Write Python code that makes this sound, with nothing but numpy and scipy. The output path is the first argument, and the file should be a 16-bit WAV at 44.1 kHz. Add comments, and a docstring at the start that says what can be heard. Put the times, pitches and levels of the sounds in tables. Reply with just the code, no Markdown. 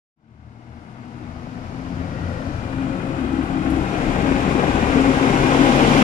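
"""A diesel city bus nears along a narrow walled street, fading in from silence with faint, steady distant noise.
Exhaust and fan hum, the turbo whistles; a labouring roar and gear tones swell before the upshift, with faint
spits of air; stronger spits come about a second after. Clatter, rasp and tyre hiss grow with the nearing rear.
Tones are wavering shaft orders, roars are coloured noise; sliding wall echoes comb the roars.
Two microphone ports hear it, the left one first and mostly louder."""
import sys
import numpy as np
from scipy import signal
from scipy.fft import rfft, irfft
from scipy.io import wavfile
from scipy.ndimage import uniform_filter1d, minimum_filter1d, map_coordinates

SR = 44100
rng = np.random.default_rng(int(sys.argv[2]) if len(sys.argv) > 2 else 0)


def master_out(mix):
    """Clip the mix to full scale and print it as 16-bit PCM to the path in sys.argv[1]."""
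    frames = np.transpose(np.atleast_2d(mix))
    ceiling = np.clip(frames, -1, 1)
    pcm = np.round(ceiling * 32767).astype(np.int16)
    wavfile.write(sys.argv[1], SR, pcm)


N = 265923
TIME = np.arange(N) / SR
BINS = np.fft.rfftfreq(N, 1 / SR)


def undb(db):
    """Decibels to gain."""
    return 10 ** (np.asarray(db) / 20)


def curves(table):
    """Each column of a table, joined by straight lines in time."""
    s, *columns = np.transpose(table)
    return [np.interp(TIME, s, c) for c in columns]


def along(points):
    """Points joined on a log-frequency axis."""
    hz, value = np.transpose(points)
    return np.interp(np.log(np.maximum(BINS, 1)), np.log(hz), value)


def walk(rate_hz):
    """Smooth chance that changes about rate_hz times a second; spread 1."""
    knots = rng.standard_normal(4096)
    size = max(int(SR / rate_hz), 1)
    y = uniform_filter1d(np.interp(TIME * rate_hz, np.arange(len(knots)), knots), size)
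    return y / y.std()


def turns(hz):
    """Phase in radians of something that turns hz times a second."""
    return 2 * np.pi * np.cumsum(hz) / SR


# port balance: (frequency [Hz], left minus right [dB])
BALANCE_DB = [(60, 7), (110, 7.2), (200, 8), (275, 9.9), (370, 10), (690, 9.5), (1150, 3.9), (1700, 4.2),
              (2900, -1), (4000, 0), (5000, -3), (7000, 0.5), (8700, 4.3), (11000, -.5), (14000, .5)]
# port likeness: (frequency [Hz], likeness [0-1])
LIKENESS = [(100, .975), (290, .975), (420, .9), (550, .77), (720, .8), (950, .6), (1700, .62), (1950, .3),
            (2400, .36), (3100, .15), (12000, .15)]
# lag of the right port: (frequency [Hz], lag [ms])
PORT_LAG_MS = [(300, .18), (500, .25), (900, .25), (1100, .33), (1800, .34), (2500, .39), (6000, .38)]


def ports(direct, scattered, colour=1):
    """Sound reaches the left port first; the walls make the treble unlike on the two sides. 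Level 1."""
    like = np.clip(along(LIKENESS), 0, 1)
    left = rfft(direct)
    delay = np.exp(-2j * np.pi * BINS * along(PORT_LAG_MS) / 1000)
    right = like * left * delay + np.sqrt(1 - like ** 2) * rfft(scattered)
    lean = undb(along(BALANCE_DB))
    pair = irfft(np.array([left * lean, right]) * colour / np.hypot(lean, 1), N)
    return pair / pair.mean(axis=0).std()


def rush(points, envelope):
    """Turbulence under an envelope, coloured and heard at both ports."""
    inside = (BINS > points[0][0]) & (BINS < points[-1][0])
    direct, scattered = rng.standard_normal((2, N)) * envelope
    return ports(direct, scattered, undb(along(points)) * inside)


def hum(phase, lines, waver, rate_hz):
    """Whole and half orders of one shaft; shifting reflections make each waver in strength and phase."""
    out = 0
    for order, db in lines:
        angle = np.round(2 * order) / 2 * phase
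        in_phase = np.cos(angle) * (1 + waver * walk(rate_hz))
        quadrature = np.sin(angle) * waver * walk(rate_hz)
        out = out + undb(db) * (in_phase + quadrature)
    return out


def blurred_hum(phase, lines, waver, rate_hz):
    """Separately wavering hums as direct and scattered sound. Level 1."""
    direct, scattered = (hum(phase, lines, waver, rate_hz) for _ in range(2))
    return ports(direct, scattered)


def howl(table, rate_hz):
    """A tone wavers so fast that it rings as a narrow, moving band; rate_hz sets its width."""
    hz, db = curves(table)
    return blurred_hum(turns(hz), [(1, 0)], waver=3, rate_hz=rate_hz) * undb(db)


def bursts(table, rise_s, decay_s):
    """Envelope of sharp blows that peak at the given times and die away."""
    out = 0
    for s, db in table:
        rise = np.clip((TIME - s) / rise_s + 1, 0, 1)
        out = out + undb(db) * rise * np.exp(-np.maximum(TIME - s, 0) / decay_s)
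    return out


SPEED_M_S, ABREAST_S, LANE_M = 4.99, 6.582, 3.71  # LANE_M: engine distance when abreast


def to_come():
    """Metres that the engine has yet to travel until it is abreast."""
    return SPEED_M_S * (ABREAST_S - TIME)


def distance():
    """Metres from the engine to the listener."""
    return np.hypot(to_come(), LANE_M)


# view of the engine grille: (time [s], 0 ahead - 1 side on)
SIDE_ON = [(0, 0.034), (2.4, 0.085), (3.5, 0.066), (4.1, 0.88), (5.2, 1), (6.03, 0.94)]


def passing(table, sound):
    """A sound changes from its colour heard from ahead to that heard from the side."""
    side = np.clip(curves(SIDE_ON)[0], 0, 1)
    rows = np.array(table)
    return np.sqrt(1 - side) * sound(rows[:, [0, 1]]) + np.sqrt(side) * sound(rows[:, [0, 2]])


def roar(table, envelope):
    """Turbulence on the moving bus."""
    return passing(table, lambda points: rush(points, envelope))


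# part: (abreast [dB], loss per doubling of distance [dB], hidden by the bus from ahead [dB])
CARRY = {"rasp": (-28, 4.27, 0), "boom": (-16, 5.6, 1.26), "bay": (-18.5, 5.34, 7.1),
         "overtones": (-21.5, 5.87, 5), "clatter": (-26, 4.93, 5.7), "tyres": (-36.5, 5.93, 3.1),
         "intake": (-49.5, 2.34, 0)}


def carried(part):
    """Gain of one part: it grows as the bus nears and as its side comes into view."""
    db, doubling_db, hidden_db = CARRY[part]
    return undb(db - doubling_db * np.log2(distance() / LANE_M) - hidden_db * (1 - curves(SIDE_ON)[0]))


FLARE_S, FLARE_WIDTH_S, FLARE_DB = 2.27, 0.27, 0.5
SHIFT_S, EASE_S, EASE_DB = 2.58, 0.25, 1.5  # middle of the gear change


def flaring():
    """How near the engine is to the top of the gear, 0-1."""
    return np.exp(-((TIME - FLARE_S) / FLARE_WIDTH_S) ** 2)


def throttle():
    """The engine flares at the top of the gear and eases off briefly for the change."""
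    return undb(FLARE_DB * flaring() - EASE_DB * np.exp(-((TIME - SHIFT_S) / EASE_S) ** 2))


# engine speed: (time [s], firing rate [Hz])
ENGINE = [(0, 74.4), (.35, 75.1), (.9, 81.35), (1.4, 83.15), (2.0, 86.43), (2.35, 84.9), (2.65, 75.84),
          (2.95, 68.1), (3.5, 67.73), (4.3, 68.9), (5.2, 69.25), (6.03, 69.45)]


def firing_phase():
    """Firing phase in radians, three firings a crank turn, slightly unsteady."""
    return turns(curves(ENGINE)[0] * (1 + 0.003257 * walk(8)))


def knocks(firing, sharpness):
    """Every firing shakes the block with its own strength, sinking towards the next."""
    cycle = firing / (2 * np.pi)
    strength = undb(4 * rng.standard_normal(1024))
    return 1 + sharpness * strength[cycle.astype(int)] * np.exp(-(cycle % 1) / 0.58)


# cars following far behind: (frequency [Hz], relative level [dB/Hz])
TRAFFIC = [(250, 13), (320, -6), (420, -32), (700, 6.5), (1000, 10), (1300, -8), (1800, -10), (3000, -15),
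           (5000, -34)]
TRAFFIC_DB = -45


def traffic():
    """Steady coloured noise of the cars following far behind."""
    return rush(TRAFFIC, 1) * undb(TRAFFIC_DB)


# (time [s], firing line [dB], its octave [dB]), before the trims below
EXHAUST = [(0.28, -36, -37), (0.46, -23, -36), (0.61, -47, -53.0), (0.73, -27, -55), (0.94, -48, -48),
           (1.42, -28.5, -42), (1.54, -60, -47), (1.66, -29, -38), (1.87, -44, -37), (1.99, -26, -35),
           (2.12, -38, -35), (2.26, -20.5, -35.5), (2.46, -38.5, -41), (2.65, -30, -58), (2.77, -55, -37.0),
           (3.1, -41, -38), (3.4, -27.5, -37.5), (3.52, -46, -43), (3.73, -27, -42), (4.0, -39, -35.5),
           (4.06, -34, -34.5), (4.63, -37.5, -37.5), (4.72, -28, -32.5), (4.96, -34.5, -42),
           (5.17, -36, -43), (5.98, -40, -25)]
DRONE_TRIM_DB, OCTAVE_TRIM_DB = -2, 0.5
# crank lines: (order [x crank rate], moving off [dB], after the change [dB])
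CRANK = [(1, -53, -57), (2, -55, -54.5), (4, -43.5, -45.5), (4.5, -34, -47), (5, -49, -48), (8, -44, -41)]
MOVING_OFF_S = 0.46


def exhaust(firing):
    """The firing line and its octave drone over crank lines, whose pattern shifts up to the gear change."""
    shifted = np.clip((TIME - MOVING_OFF_S) / (SHIFT_S - MOVING_OFF_S), 0, 1)
    crank = firing / 3
    crank_lines = [(order, pulling + shifted * (cruising - pulling)) for order, pulling, cruising in CRANK]
    first, octave = curves(EXHAUST)
    firing_lines = [(1, first + DRONE_TRIM_DB), (2, octave + OCTAVE_TRIM_DB)]
    drone = hum(firing, firing_lines, waver=.22, rate_hz=24)
    drone = np.sqrt(2) * (drone + hum(crank, crank_lines, waver=.7, rate_hz=22))
    return ports(drone, drone) * drone.std()


# cooling fan: (time [s], blade rate [Hz])
FAN = [(0, 213.5), (.3, 224), (.6, 235.5), (.95, 244.6), (1.3, 246), (1.65, 256.9), (2, 264.1),
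       (2.35, 264.3), (3.05, 266.9), (3.75, 268.9), (4.1, 270), (4.8, 270.1), (5.15, 271.4), (5.5, 269.2),
       (5.85, 266.3), (6.03, 259.8)]
# blade tone, before HUM_TRIM_DB: (time [s], level [dB])
HUM = [(0.28, -29.5), (0.49, -45), (0.76, -33.5), (0.85, -51), (0.94, -33), (1.54, -36), (1.6, -32.5),
       (1.81, -35.5), (1.87, -28.5), (2.35, -40.5), (2.47, -26), (2.59, -45), (2.77, -25), (2.89, -28),
       (2.98, -36), (3.07, -27), (3.13, -31.5), (3.4, -23.5), (3.46, -35), (3.55, -23.5), (3.64, -25.5),
       (3.79, -21.5), (3.88, -43), (3.98, -30), (4.21, -33), (4.29, -21), (4.75, -38), (4.99, -16.5),
       (5.08, -18), (5.17, -26), (5.26, -14.5), (5.38, -32.5), (5.62, -17.5), (5.98, -25.5)]
HUM_TRIM_DB = -0.5
# overtones: (order [x blade rate], ahead [dB], side [dB]), before carry and trim
FAN_LINES = [(2, -10.5, -6.5), (3, -15, -9), (4, -15, -13), (5, -10.5, -36), (6, -29, -14.5), (7, -38, -19),
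             (8, -40, -16.5), (9, -32, -16), (10, -45, -22), (12, -26, -26)]
# overtone trim, constant: (time [s], level [dB])
OVERTONE_TRIM = [(5.3, -1.5), (5.8, -1.5)]
# octave that sings out around the gear change: (time [s], level [dB])
FAN_OCTAVE = [(1.9, -68), (2.25, -50), (2.6, -49), (2.75, -46), (3.05, -45.5), (3.25, -65), (4, -74)]


def fan():
    """The blade tone carries round the bus; its overtones come out of the grille with the engine bay's roar."""
    blades = turns(curves(FAN)[0] * (1 + .0035 * walk(14)))
    tone = hum(blades, [(1, 0)], waver=.33, rate_hz=55)
    octave = hum(blades, [(2, 0)], waver=.55, rate_hz=30)

    def overtones(lines):
        """The overtones as the two ports hear them, at their summed power."""
        return blurred_hum(blades, lines, waver=1.1, rate_hz=26) * np.linalg.norm(undb(lines[:, 1]))

    grille = passing(FAN_LINES, overtones) * carried("overtones") * undb(curves(OVERTONE_TRIM)[0])
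    low = ports(tone, tone) * undb(curves(HUM)[0] + HUM_TRIM_DB)
    return low + ports(octave, octave) * undb(curves(FAN_OCTAVE)[0]) + grille


# (time [s], centre [Hz], level [dB])
HOWL = [(0, 300, -39.5), (2.3, 305, -51), (3.3, 318, -31.5), (3.9, 308.4, -31), (4.4, 300, -48),
        (5.35, 285, -39), (5.6, 262, -22), (5.9, 236.2, -22), (6.03, 240, -19.5)]


def fan_howl():
    """Churned air howls roughly round the fan tone, sinking as the rear draws level."""
    return howl(HOWL, rate_hz=55)


# (time [s], centre [Hz], level [dB])
WHINE = [(1, 2150, -55), (2.3, 2360, -58), (2.8, 2411, -52), (3.1, 2500, -53), (3.6, 2507, -54),
         (4.3, 2452, -49), (5.2, 2400, -50), (6.03, 2380, -48)]


def transmission_whine():
    """Transmission teeth whine in a blurred, drifting band."""
    return howl(WHINE, rate_hz=230)


# (frequency [Hz], ahead [relative dB/Hz], side [relative dB/Hz])
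RUMBLE = [(12, -32, -4), (24, -2, 7.5), (45, -0.5, 9), (65, 4, 4.5), (92, -3.5, 3.5), (114.1, 3.5, 6.5),
          (145, -3.5, 11.5), (228, -26, -26)]
# (time [s], level [dB])
RUMBLE_DB = [(0, -54), (1.1, -45), (1.22, -35.5), (1.7, -36.5), (2.2, -34), (2.8, -32.5), (3.3, -35.5),
             (4.3, -28), (5.1, -27.5), (6.03, -27.5)]


def rumble():
    """Deep turbulence of the bus."""
    return roar(RUMBLE, 1) * undb(curves(RUMBLE_DB)[0])


def lope(firing):
    """The boom flutters unevenly, about once a crank turn."""
    crank = firing / 3 + 1.2 * walk(9)
    return undb(1.8 * np.cos(crank) + 1.0 * walk(35))


# (frequency [Hz], ahead [relative dB/Hz], side [relative dB/Hz])
BOOM = [(100, -40, -16), (144, 1, -7.5), (172, 6, -4), (203, 1, -2), (239, 6.5, 3.5), (312, -1, 1.5),
        (347, -1.5, 0), (396, -9.5, -2.5), (503, -28, -33), (670, -40, -38)]


def boom(firing, shake):
    """Low noise shaken by the firings and fluttering with the crank."""
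    return roar(BOOM, shake) * carried("boom") * lope(firing)


# (frequency [Hz], ahead [relative dB/Hz], side [relative dB/Hz])
BAY = [(281, -43, 11), (370, -1, -8), (427, -1, 6.5), (465, 3, 8.5), (560, -2, 5), (625, 4, 4),
       (626, 3.5, 4), (805, 3.5, 7), (860, -1, 2.5), (990, -3.5, 2.5), (1285, -21, -2.5), (1756, -6, -32)]


def engine_bay(shake):
    """Mid-range roar of the engine bay, shaken by the firings."""
    return roar(BAY, shake) * carried("bay")


def gear_whine(firing, whine_db=-15):
    """The teeth of the timing gears mesh 64 times a crank turn, blurred into a wavering band."""
    mesh = firing * 64 / 3
    return undb(whine_db) * blurred_hum(mesh, [(1, 0)], waver=3, rate_hz=190)


# (frequency [Hz], ahead [relative dB/Hz], side [relative dB/Hz])
CLATTER = [(925, -50, -11), (1095, 6.5, 0), (1540, 6.5, 6), (1690, -4.5, 1.5), (2000, 2, 2),
           (2260, -5, 1.5), (2450, -2, 0.5), (2980, -7.5, -3.5), (3400, -13.5, -6.5), (3790, -13, -8),
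           (5440, -39, -53)]


def clatter(firing, shake):
    """Gritty noise shaken by the firings, with the timing gears' whine."""
    grit = undb(.6 * walk(110))
    return (roar(CLATTER, shake * grit) + gear_whine(firing)) * carried("clatter")


# (frequency [Hz], ahead [relative dB/Hz], side [relative dB/Hz])
TYRES = [(2750, 8, -25), (3960, 1.5, 1), (4630, 1.5, 1), (5600, -1, 0), (5940, -3.5, -1.5),
         (7440, -3, -2.5), (8350, -10, -11), (9160, -5.5, -6), (10560, -14, -15.5), (11700, -16, -17.5),
         (15000, -35, -30)]


def tyres():
    """Tyre hiss: bright noise with a slight unsteadiness."""
    return roar(TYRES, undb(0.079 * walk(19.83) + .5 * walk(160))) * carried("tyres")


# whistle: (time [s], frequency [Hz], level [dB])
TURBO = [(.3, 8400, -86.5), (.6, 9050, -76), (.87, 9440, -69.5), (1.03, 9850, -79), (1.27, 10450, -80),
         (1.6, 11100, -79), (2.2, 11500, -90), (2.8, 10800, -130)]
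# intake hiss: (frequency [Hz], relative level [dB/Hz])
INTAKE = [(3200, -1), (4800, 7), (6800, -1.5), (8200, -23), (10500, -13), (14500, -33)]
SPOOL_S, SPOOL_WIDTH_S, SPOOL_DB = 1.25, 0.18, 2.5  # half way, width, how much weaker the hiss starts


def turbo(rundown_s=0.2):
    """A thin, unsteady whistle climbs while the engine pulls; the intake hisses until just after the change."""
    hz, db = curves(TURBO)
    blades = turns(hz * (1 + .013 * walk(200)))
    whistle = blurred_hum(blades, [(1, 0)], waver=1.5, rate_hz=400) * undb(db)
    spooling = undb(-SPOOL_DB * (1 - np.tanh((TIME - SPOOL_S) / SPOOL_WIDTH_S)) / 2)
    boost = spooling * np.exp(-np.maximum(TIME - SHIFT_S, 0) / rundown_s)
    return whistle + rush(INTAKE, 1) * boost * carried("intake")


# (time [s], pitch [Hz], level [dB], Gaussian half-width [s])
THUDS = [(1.233, 307, -36.5, 0.055), (2.501, 299, -27.5, 0.017), (2.961, 185, -29.5, 0.041),
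         (3.926, 294.2, -26, 0.017), (4.037, 268.7, -23, 0.021), (5.177, 69.6, -25.5, 0.031)]


def body_thuds():
    """The hollow body answers bumps with short, low thuds."""
    thuds = 0
    for s, hz, db, width_s in THUDS:
        tone = np.sqrt(2) * np.cos(2 * np.pi * (hz * TIME + rng.random()))
        thuds = thuds + undb(db) * np.exp(-((TIME - s) / width_s) ** 2) * tone
    return ports(thuds, thuds) * thuds.std()


# (time [s], level [dB])
ENGINE_KNOCKS = [(1.47, -29), (1.722, -27.5), (2.518, -31), (4.02, -27), (4.634, -20.5), (4.674, -23),
                 (5.092, -22.5)]
# (frequency [Hz], relative level [dB/Hz])
KNOCK_COLOUR = [(350, -4), (600, 8), (950, 2), (1500, -8.5), (2600, -20.5), (4500, -28)]


def engine_knocks():
    """A few faint, short mid-range knocks of the diesel: bursts of coloured noise."""
    return rush(KNOCK_COLOUR, 1) * bursts(ENGINE_KNOCKS, rise_s=.001, decay_s=.006)


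# (frequency [Hz], relative level [dB/Hz])
LABOUR = [(60, -29), (85, 14), (110, 5), (135, 8), (170, -6), (215, -3), (300, -24), (420, -25), (560, -4),
          (700, -10), (900, -32)]
LABOUR_DB, LABOUR_S, LABOUR_WIDTH_S = -30.5, 2.324, 0.53


def labour():
    """A low roar builds under load and dies with the gear change."""
    return rush(LABOUR, 1) * undb(LABOUR_DB) * np.exp(-((TIME - LABOUR_S) / LABOUR_WIDTH_S) ** 2)


# (order [x crank rate], level [dB])
GEARBOX = [(18.5, -44), (49.5, -45), (67, -49.5)]


def gearbox(firing):
    """Blurred gear tones sing out just before the change."""
    tones = blurred_hum(firing / 3, GEARBOX, waver=3, rate_hz=130)
    return tones * np.linalg.norm(undb(np.array(GEARBOX)[:, 1])) * flaring()


# (time [s], level [dB], decay [s])
SPITS = [(2.289, -65, 0.074), (2.41, -70, .04), (3.43, -61.5, .06), (3.702, -49, 0.006), (3.71, -61, .2)]
# (frequency [Hz], relative level [dB/Hz])
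AIR = [(3000, -15), (6000, -8), (9300, 11), (12000, 2), (15000, -12)]
SPIT_RISE_S = 0.0046


def air_valve():
    """Compressed air escapes in short bright spits."""
    return rush(AIR, 1) * sum(bursts([(s, db)], SPIT_RISE_S, decay_s) for s, db, decay_s in SPITS)


# (time [s], centre [Hz], level [dB])
PANEL_DRONE = [(2.6, 385.2, -62), (3.3, 369.2, -39), (3.9, 382, -41), (4.4, 390, -44), (4.7, 392, -33),
               (5.15, 393, -32.5), (5.45, 385, -32), (5.7, 380, -59)]


def panel_drone():
    """A panel of the engine bay drones in a narrow band as it goes by."""
    return howl(PANEL_DRONE, rate_hz=30)


# (time [s], centre [Hz], level [dB])
LOW_BAND = [(3.3, 179.7, -69), (3.85, 182.4, -35), (4.2, 188, -30), (4.5, 187.1, -27.5), (4.9, 190, -52)]


def low_band():
    """A narrow low band near 185 Hz swells and dies."""
    return howl(LOW_BAND, rate_hz=55)


# (frequency [Hz], relative level [dB/Hz])
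RASP = [(900, -14), (1300, -6), (1800, -7), (2400, 6.5), (3100, 8.5), (3700, 0), (4300, -3), (6000, -3.5),
        (8300, -15), (10500, -13.5), (14500, -36)]
RASP_BEAM_M = 5.37  # half-width


def rasp(shake):
    """The grille beams a bright rasp sideways, heard only as the engine draws level."""
    return rush(RASP, shake) * carried("rasp") * np.exp(-(to_come() / RASP_BEAM_M) ** 2)


# (distance beyond the lane [m], echo [dB])
WALLS = [(1.4, -20.5), (3.6, -23.5)]


def wall_echoes(pair):
    """Echoes off the walls lag more as the bus nears, so a comb slides through its roar."""
    for wall_m, echo_db in WALLS:
        detour_m = np.hypot(to_come(), LANE_M + 2 * wall_m) - distance()
        lag = detour_m / 343 * SR  # samples
        echo = np.array([map_coordinates(sound, [np.arange(N) - lag], order=3) for sound in pair])
        pair = (pair + undb(echo_db) * echo) / np.hypot(1, undb(echo_db))
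    return pair


# extra lean to the left at full share: (time [s], bass [dB], upper middle [dB])
LEAN = [(0.3, 1.5, 5), (1.7, 1, 2.5), (2.3, 0, 6), (3.7, 0.5, 3.5), (4.6, 0.8, 3), (5.3, -0.5, 1),
        (6.03, -0.2, -3)]
# share of each frequency in the lean: (frequency [Hz], share [ratio])
LEAN_BASS = [(150, 1), (280, .5), (560, 1), (900, 0)]
LEAN_MIDDLE = [(400, 0), (560, .3), (900, 0), (1400, .5), (2500, 1.15), (4500, .8), (6500, .3), (9000, .3),
               (11000, 0)]


def leaning(pair):
    """The bus sits further to the left while it is ahead and evens out as it draws level."""
    bass_db, middle_db = curves(LEAN)
    spectrum = rfft(pair)
    for share, db in ((LEAN_BASS, bass_db), (LEAN_MIDDLE, middle_db)):
        pair = pair + irfft(spectrum * along(share), N) * (undb(np.array([db, -db]) / 2) - 1)
    return pair


def scene():
    """All parts of the bus over distant traffic; only the roars meet the walls."""
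    firing = firing_phase()
    surge = undb(0.087 * walk(3.46))  # the brighter sources swell and sink together
    shake = knocks(firing, sharpness=.38)
    bright = engine_bay(shake) + clatter(firing, shake) + rasp(knocks(firing, sharpness=0.32))
    engine = (boom(firing, shake) + bright * surge) * throttle()
    tones = exhaust(firing) + fan() + fan_howl() + transmission_whine() + gearbox(firing)
    details = body_thuds() + engine_knocks() + panel_drone() + low_band()
    roars = wall_echoes(rumble() + labour() + engine + tyres() * surge)
    return leaning(tones + details + roars) + turbo() + air_valve() + traffic()


FADE_FROM_S, FADE_TO_S, FADE_BEND = 0.16, 3.04, 0.97  # bend 1 = straight
TOP_HZ = 14800


def record(dry):
    """The sound fades in from silence and stops softly; a limiter eases the tallest peaks; the top is cut."""
    fade = np.clip((TIME - FADE_FROM_S) / (FADE_TO_S - FADE_FROM_S), 0, 1) ** FADE_BEND
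    stop = np.sin(np.pi / 2 * np.minimum((TIME[-1] - TIME) / .004, 1)) ** 2
    needed = .95 / np.maximum(np.abs(dry).max(axis=0), .95)
    gain = uniform_filter1d(minimum_filter1d(needed, size=301), size=301)
    low_pass = signal.ellip(10, .1, 80, TOP_HZ, fs=SR, output="sos")
    return signal.sosfilt(low_pass, dry * gain * fade * stop)


dry = scene()
out = record(dry)
master_out(out)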